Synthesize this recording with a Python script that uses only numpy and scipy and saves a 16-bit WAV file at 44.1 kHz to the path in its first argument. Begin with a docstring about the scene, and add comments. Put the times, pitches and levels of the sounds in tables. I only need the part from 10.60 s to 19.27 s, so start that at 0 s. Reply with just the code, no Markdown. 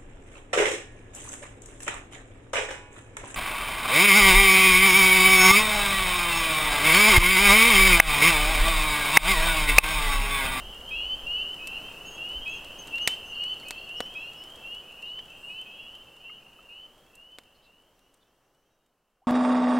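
"""Spring peepers by a lake: from the start six near frogs peep over a haze of far ones, and trees echo them.
Air and water rustle throughout as swept tones, noise and damped pulses mix; a campfire ticks and pops close by.
From 1.5 s a bird sings one faint phrase; the slow fade begins at 2.3 s and water plips from 3 s.
Stray chirps are scattered from 4.5 s to 7.6 s; a log sizzles at 4.7 s; from 5.8 s the far chorus dies down,
and one low whoop comes just before the end. Faint noise of opposite sign in the channels widens the near-mono sound."""
import sys
import numpy as np
from scipy import signal
from scipy.fft import rfft, irfft, next_fast_len
from scipy.io import wavfile

SR = 44100
rng = np.random.default_rng(int(sys.argv[2]) if len(sys.argv) > 2 else 0)


def digitize_waveform(pressure):
    """Quantize a signal to 16-bit integers and store it at the path in sys.argv[1].

    Rows of a 2-D input are taken as channels; values are limited to [-1, 1].
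    """
    field = np.atleast_2d(pressure).T
    bounded = np.clip(field, -1, 1)
    quanta = np.round(bounded * 32767).astype(np.int16)
    wavfile.write(sys.argv[1], SR, quanta)


N = 382347
TIME = np.arange(N) / SR


def undb(db):
    """Amplitude ratio: 20 dB is a factor of ten."""
    return 10 ** (np.asarray(db) / 20)


def unit(x):
    """Normalisation to a root-mean-square amplitude of 1."""
    return x / np.sqrt(np.mean(x ** 2))


def colour(points, size):
    """Spectral envelope: gain of each bin, from (frequency [Hz], level [dB]) points on a log-frequency axis."""
    hz, db = np.transpose(points)
    bin_hz = np.arange(size // 2 + 1) * SR / size
    return undb(np.interp(np.log(bin_hz + 1), np.log(hz), db))


def noise(points):
    """Spectral shaping: white noise filtered by an envelope, then scaled to rms 1."""
    size = next_fast_len(N, True)
    spectrum = rfft(rng.standard_normal(size))
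    return unit(irfft(spectrum * colour(points, size), size)[:N])


def wander(t, rate):
    """Slow random modulation: normal values, rate per second, joined by straight lines."""
    return np.interp(t * rate, np.arange(2048), rng.standard_normal(2048))


def clock(length):
    """Sample times [s] of a short sound, at least 10 ms long."""
    return np.arange(int(max(length, .01) * SR)) / SR


def gate(t, attack, release):
    """Sine-squared envelope: a smooth onset and offset avoid clicks."""
    opening = np.minimum(t / attack, (t[-1] - t) / release)
    return np.sin(np.pi / 2 * np.clip(opening, 0, 1)) ** 2


def add(track, s, sound):
    """Linear superposition of a sound at time s, trimmed to the track."""
    i = int(s * SR)
    a, b = max(i, 0), min(i + len(sound), len(track))
    if b > a:
        track[a:b] += sound[a - i:b - i]


def forest(x, t60, gap=0.0055):
    """Diffuse reverberation off trunks and the far shore: a unit-energy noise tail falls 60 dB in t60."""
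    t = np.arange(65536) / SR
    tail = rng.standard_normal(len(t)) * undb(-60 * t / t60) * (t > gap)
    return signal.fftconvolve(x, tail / np.linalg.norm(tail))[:len(x)]


def side_noise():
    """Decorrelation: a faint hiss and rumble that enters the two channels with opposite signs."""
    spectrum = [(30, 4.0), (130, 3.5), (500, 4), (1200, -11.5), (3000, -22.5), (5000, 1.5), (15000, 0.5)]
    return undb(-61.5) * noise(spectrum)


def air():
    """Broadband turbulence: a rustle of water and trees, and low gusts on the microphone as the breeze drops."""
    # spectral density of air and water: (frequency [Hz], relative level [dB per Hz])
    rustle_colour = [(25, 5.5), (60, -3), (120, -3), (250, -2.5), (550, -1), (900, -4.5), (1400, -7.5),
                     (2100, -14.5), (3800, -19), (5500, -20.5), (8000, -22), (15500, -24)]
    # gusts on the microphone: (centre [s], half width to 1/e [s], level before the fade [dB])
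    gust_swells = [(0.046, 0.1, -47), (0.522, 0.27, -50), (1.813, 0.064, -44.5)]
    breeze_db, breeze_drop_db_per_s = -57, 2.5
    rustle = noise(rustle_colour) * undb(-48.5 + .5 * wander(TIME, 4.9))
    gusts = sum(undb(db) * np.exp(-((TIME - s) / half) ** 2) for s, half, db in gust_swells)
    wind = undb(breeze_db - breeze_drop_db_per_s * TIME) + gusts
    rumble = noise([(15, 0.5), (35, 3.5), (60, -1), (110, -19.5), (400, -54.5), (2000, -85)])
    return rustle + rumble * wind


def sizzle(start_s=4.68, length=0.37, db=-61):
    """Jet noise: steam escaping briefly from a damp log gives a high hiss that swells and sinks."""
    out, t = np.zeros(N), clock(length)
    steam = noise([(4000, -37), (8000, 17), (10000, 5), (13000, -12)])
    add(out, start_s, undb(db) * steam[:len(t)] * gate(t, t[-1] / 2, t[-1] / 2))
    return out


def plips(ring_s=0.0055):
    """Damped resonance: small bubbles at the water's edge ring and decay with time constant ring_s."""
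    # bubbles at the shore: (time [s], frequency [Hz], level before decay and fade [dB])
    bubbles = [(3.03, 2150, -40), (5.695, 2140, -33), (5.697, 1250, -32.5), (5.989, 1276, -34)]
    out, t = np.zeros(N), clock(.06)
    for s, hz, db in bubbles:
        ring = np.sin(2 * np.pi * hz * t) * np.exp(-t / ring_s)
        add(out, s, undb(db) * ring * gate(t, 0.0027, .01))
    return out


def crack(bass_db, treble_db, echo_db, size=2048):
    """Minimum-phase impulse: wood splits in one sharp pulse; ground and logs return it milliseconds later."""
    # spectral envelope of splitting wood: (frequency [Hz], level [dB])
    wood_colour = [(60, -22.5), (220, -10.5), (700, -4), (1300, 0), (1900, 7.5), (3500, 7), (5600, 0),
                   (7000, 1), (8700, 4.5), (10000, -6), (13500, -5.5), (16000, -20)]
    tilt = [(600, bass_db), (2200, 0.0039), (3500, 0), (8500, treble_db)]
    gain = colour(wood_colour, size) * colour(tilt, size)
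    # folding the cepstrum onto positive times gathers the energy at the onset
    cepstrum = irfft(np.log(gain))
    cepstrum[1:size // 2] *= 2
    cepstrum[size // 2 + 1:] = 0
    pulse = irfft(np.exp(rfft(cepstrum)))
    t = np.arange(size) / SR
    # rough bark and stones scatter it; two distinct reflections stand out
    paths = .14 * rng.standard_normal(size) * np.exp(-t / .004)
    paths[[int(.0022 * SR), int(.0041 * SR)]] += (.4, .65)
    return pulse + undb(echo_db) * signal.fftconvolve(pulse, paths)[:size]


def fire(count=55):
    """Impulsive radiation: loud pops among faint ticks, echoed by trees; weaker pops are scattered more."""
    # fire pops: (time [s], level before the fade [dB], bass tilt [dB], treble tilt [dB])
    pops = [(1.073, -21, -19, 9), (2.273, -29, -17, 6), (2.383, -16.5, -16, -9), (2.4754, 13.5, 5, -0.5),
            (2.839, -23.5, -16, 1), (3.085, -33.5, -14.5, 18), (3.108, -7.5, 9.5, 1),
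            (3.405, -4.5, 22.5, -6), (4.591, -17, 7, -14), (5.0137, -38, -5, 15), (6.554, -32, -22, 15.5),
            (6.786, -6, 20, -3.5), (7.542, -33, -15, 11.5)]
    echo_at_0_db, echo_slope = -8.5, 0.24  # scatter of a 0 dB pop [dB]; dB less scatter per dB of level
    out = np.zeros(N)
    for s, db, bass_db, treble_db in pops:
        add(out, s, undb(db) * crack(bass_db, treble_db, echo_at_0_db - echo_slope * db))
    for when, loud in rng.random((count, 2)):
        add(out, when * TIME[-1], undb(-38 + 9 * loud ** 2) * crack(-9, 2.3, -1.5))
    return out + undb(-23) * forest(out, t60=0.3)


def chirp(length, start_hz, end_hz, buzz_hz, flutter_hz=210, arch_hz=0):
    """Frequency modulation: a gliding or arched whistle buzzes when its pitch flutters fast and unevenly."""
    t = clock(length)
    u = t / t[-1]
    flutter = np.sin(2 * np.pi * flutter_hz * t + .6 * wander(t, 100))
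    glide = start_hz + (end_hz - start_hz) * u + arch_hz * np.sin(np.pi * u)
    hz = glide + buzz_hz * flutter
    whistle = np.sqrt(2) * np.sin(2 * np.pi * np.cumsum(hz) / SR)
    return whistle * gate(t, .006, 0.0082) * undb(3.8 * wander(t, 60))


def whoop(start_s=8.617, length=.044, db=-35):
    """Swept tone: one short, low whoop that weakens as it rises quickly."""
    out = np.zeros(N)
    weakening = undb(db - 130 * clock(length))
    add(out, start_s, weakening * chirp(length, 690, 1380, buzz_hz=22, arch_hz=-110))
    return out


def birds(count=9):
    """Frequency-swept song: whistles, a trill and two buzzes; later stray chirps, a faint whirr and a whistle."""
    # thin whistles that open the phrase: (time [s], length [s], nominal level before the fade [dB])
    whistles = [(1.453, .11, -55.5), (1.89, 0.1, -58), (2.185, 0.045, -47.5), (2.411, 0.067, -52),
                (2.653, 0.07, -58.5)]
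    # buzzes that close the phrase: (time [s], centre frequency [Hz], nominal level before the fade [dB])
    buzzes = [(3.363, 5500, -58), (3.763, 5310, -62)]
    # stray arched chirps: (time [s], length [s], start of glide [Hz], nominal level before the fade [dB])
    stray_chirps = [(4.455, .055, 3600, -56), (6.943, .035, 4000, -60), (7.018, .065, 3650, -54),
                    (7.6, .04, 3320, -54)]
    first_hz, phrase_sag_hz_per_s, whistle_sag_hz = 6590, 300, 110
    trill_start_s, trill_step_s, trill_db = 2.748, .0615, -55
    upper_ratio, upper_db = 1.3, -10  # pitch ratio and relative level of the second voice
    out = np.zeros(N)
    # each whistle starts lower than the last
    for s, length, db in whistles:
        hz = first_hz - phrase_sag_hz_per_s * (s - whistles[0][0])
        add(out, s, undb(db) * chirp(length, hz, hz - whistle_sag_hz, buzz_hz=22))
    # the trill is a row of falling chips
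    for k in range(count):
        add(out, trill_start_s + k * trill_step_s, undb(trill_db) * chirp(0.024, 4580, 4100, 16))
    for s, hz, db in buzzes:
        add(out, s, undb(db) * chirp(.1, hz, hz, buzz_hz=190, flutter_hz=190))
    for s, length, hz, db in stray_chirps:
        for voice_hz, voice_db in ((hz, db), (hz * upper_ratio, db + upper_db)):
            voice = chirp(length, voice_hz, voice_hz - 150, buzz_hz=300, flutter_hz=450, arch_hz=418)
            add(out, s, undb(voice_db) * voice)
    # far whirr, then far whistle
    add(out, 7.346, undb(-69.5) * chirp(0.82, 5800, 5890, buzz_hz=420))
    add(out, 8.1, undb(-65) * chirp(.2, 3835, 3750, buzz_hz=40))
    return out + undb(-7) * forest(out, t60=0.3)


def peep(length, start_hz, rise_hz_per_s, crest_s, attack_s, swell_db, reedy_db, third_db=-34, fourth_db=-42):
    """Selective radiation: the vocal sac radiates mostly the larynx's second harmonic, a rising whistle."""
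    t = clock(length)
    # the rise slackens, and would stop at crest_s
    hz = start_hz + rise_hz_per_s * t * (1 - t / (2 * crest_s)) + 3 * wander(t, 70)
    larynx = np.pi * np.cumsum(hz) / SR  # phase at half the whistle's frequency
    reedy = undb(reedy_db + 5 * (t / t[-1] - 0.6) + 2 * wander(t, 9.3))  # brightens as the pitch rises
    overtones = undb(third_db) * np.sin(3 * larynx) + undb(fourth_db) * np.sin(4 * larynx)
    opening = gate(t, attack_s, .011)
    swell = opening * undb(swell_db * (t / t[-1] - .5) + 1.8 * wander(t, 42))
    return np.sqrt(2) * (np.sin(2 * larynx) + reedy * overtones) * swell


def far_frogs(count=135, lead_s=1):
    """Superposed incoherent callers of many sizes across the water, mostly echo; calling before the start."""
    # the chorus holds its level, then dies down
    chorus_db, lull_start_s, lull_db_per_s, lull_depth_db = -44.5, 5.79, 7, 15
    out = np.zeros(N + int(lead_s * SR))
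    for k, (when, size, loud) in enumerate(rng.uniform(-1, 1, (count, 3))):
        db = 2 * loud - 7 * size ** 2  # middling voices carry best
        call = peep(.2, start_hz=2690 + 255 * size, rise_hz_per_s=2500, crest_s=.55,
                    attack_s=0.012, swell_db=-0.5, reedy_db=0.5)
        add(out, (k + when) / count * len(out) / SR, undb(db) * call)
    haze = forest(out, t60=.65)
    lull_db = np.clip((TIME - lull_start_s) * lull_db_per_s, 0, lull_depth_db)
    return unit((undb(-3.5) * out + haze)[-N:]) * undb(chorus_db - lull_db)


def near_frogs():
    """Direct sound plus reverberation: single callers on the near shore, each trailed by the trees' echo."""
    # each frog's voice: name: (start pitch [Hz], initial rise [Hz/s], time at which the rise would stop [s],
    # attack [s], swell over the call [dB], overtone boost [dB])
    voices = {"lead": (2746, 2342.5, 0.35, 0.01, 1, 2), "long": (2609, 2640, 0.5, 0.05, -1, 1),
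              "quick": (2589.5, 2763.5, 0.95, 0.05, -3.5, -4),
              "gruff": (2490.5, 2699.5, 1.2, .015, -6.5, 7), "slow": (2497, 1500, 2.9, .03, 2.7, 5.6),
              "high": (3113, 2390.5, .16, .015, -8, -2)}
    # peeps: (time [s], frog [name], length [s], nominal level before the fade [dB])
    calls = [(.27, "high", .15, -45.5), (0.303, "gruff", .16, -37), (0.35, "lead", .21, -32.5),
             (.66, "lead", 0.18, -32), (0.751, "quick", 0.2, -36), (.98, "slow", .21, -40.5),
             (1.059, "quick", 0.24, -43), (1.551, "long", 0.24, -37), (1.805, "high", .16, -45.5),
             (1.853, "gruff", 0.14, -37), (2.302, "long", .25, -31.5), (2.602, "quick", 0.23, -44),
             (2.715, "lead", .13, -39), (2.762, "lead", 0.182, -31.5), (3.037, "slow", 0.21, -42.5),
             (3.255, "long", 0.24, -38), (3.488, "high", 0.15, -47.5), (3.547, "gruff", 0.16, -38.5),
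             (3.674, "quick", .15, -48), (4.016, "long", .2, -36), (4.421, "lead", .19, -33.5),
             (4.661, "quick", 0.12, -48), (4.829, "lead", 0.205, -35.5), (4.888, "gruff", 0.11, -39.5),
             (5.04, "slow", 0.18, -43), (5.105, "high", 0.18, -49.5), (5.137, "long", 0.24, -40.5),
             (5.616, "long", 0.19, -38.5), (6.08, "lead", 0.19, -37), (6.088, "gruff", .12, -45.5),
             (6.572, "lead", .2, -41.5), (7.032, "long", .19, -48.5), (7.395, "lead", .12, -58)]
    out = np.zeros(N)
    for s, frog, length, db in calls:
        add(out, s, undb(db) * peep(length, *voices[frog]))
    bank = undb(-19) * forest(out, t60=.1)
    trees = undb(-8.0) * forest(out, t60=.75)
    return out + bank + trees


def scene():
    """Mid-side superposition: every source sits in the middle, and only the side noise differs by ear."""
    mid = near_frogs() + far_frogs() + birds() + whoop() + plips() + fire() + sizzle() + air()
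    side = side_noise()
    return np.array([mid + side, mid - side])


def record(dry):
    """Soft saturation rounds the highest peaks; a slow fade and a steep low-pass filter follow."""
    # the fade is steered towards a silence that lies beyond the end
    fade_start_s, silent_s, fade_power, top_hz = 2.29, 9.67, 1.727, 15850
    rounded = .55 * np.tanh(dry / .55)
    fade = np.clip((silent_s - TIME) / (silent_s - fade_start_s), 0, 1) ** fade_power
    treble_cut = signal.ellip(10, .2, 70, top_hz, fs=SR, output="sos")
    return signal.sosfilt(treble_cut, rounded * fade)


dry = scene()
out = record(dry)
digitize_waveform(out)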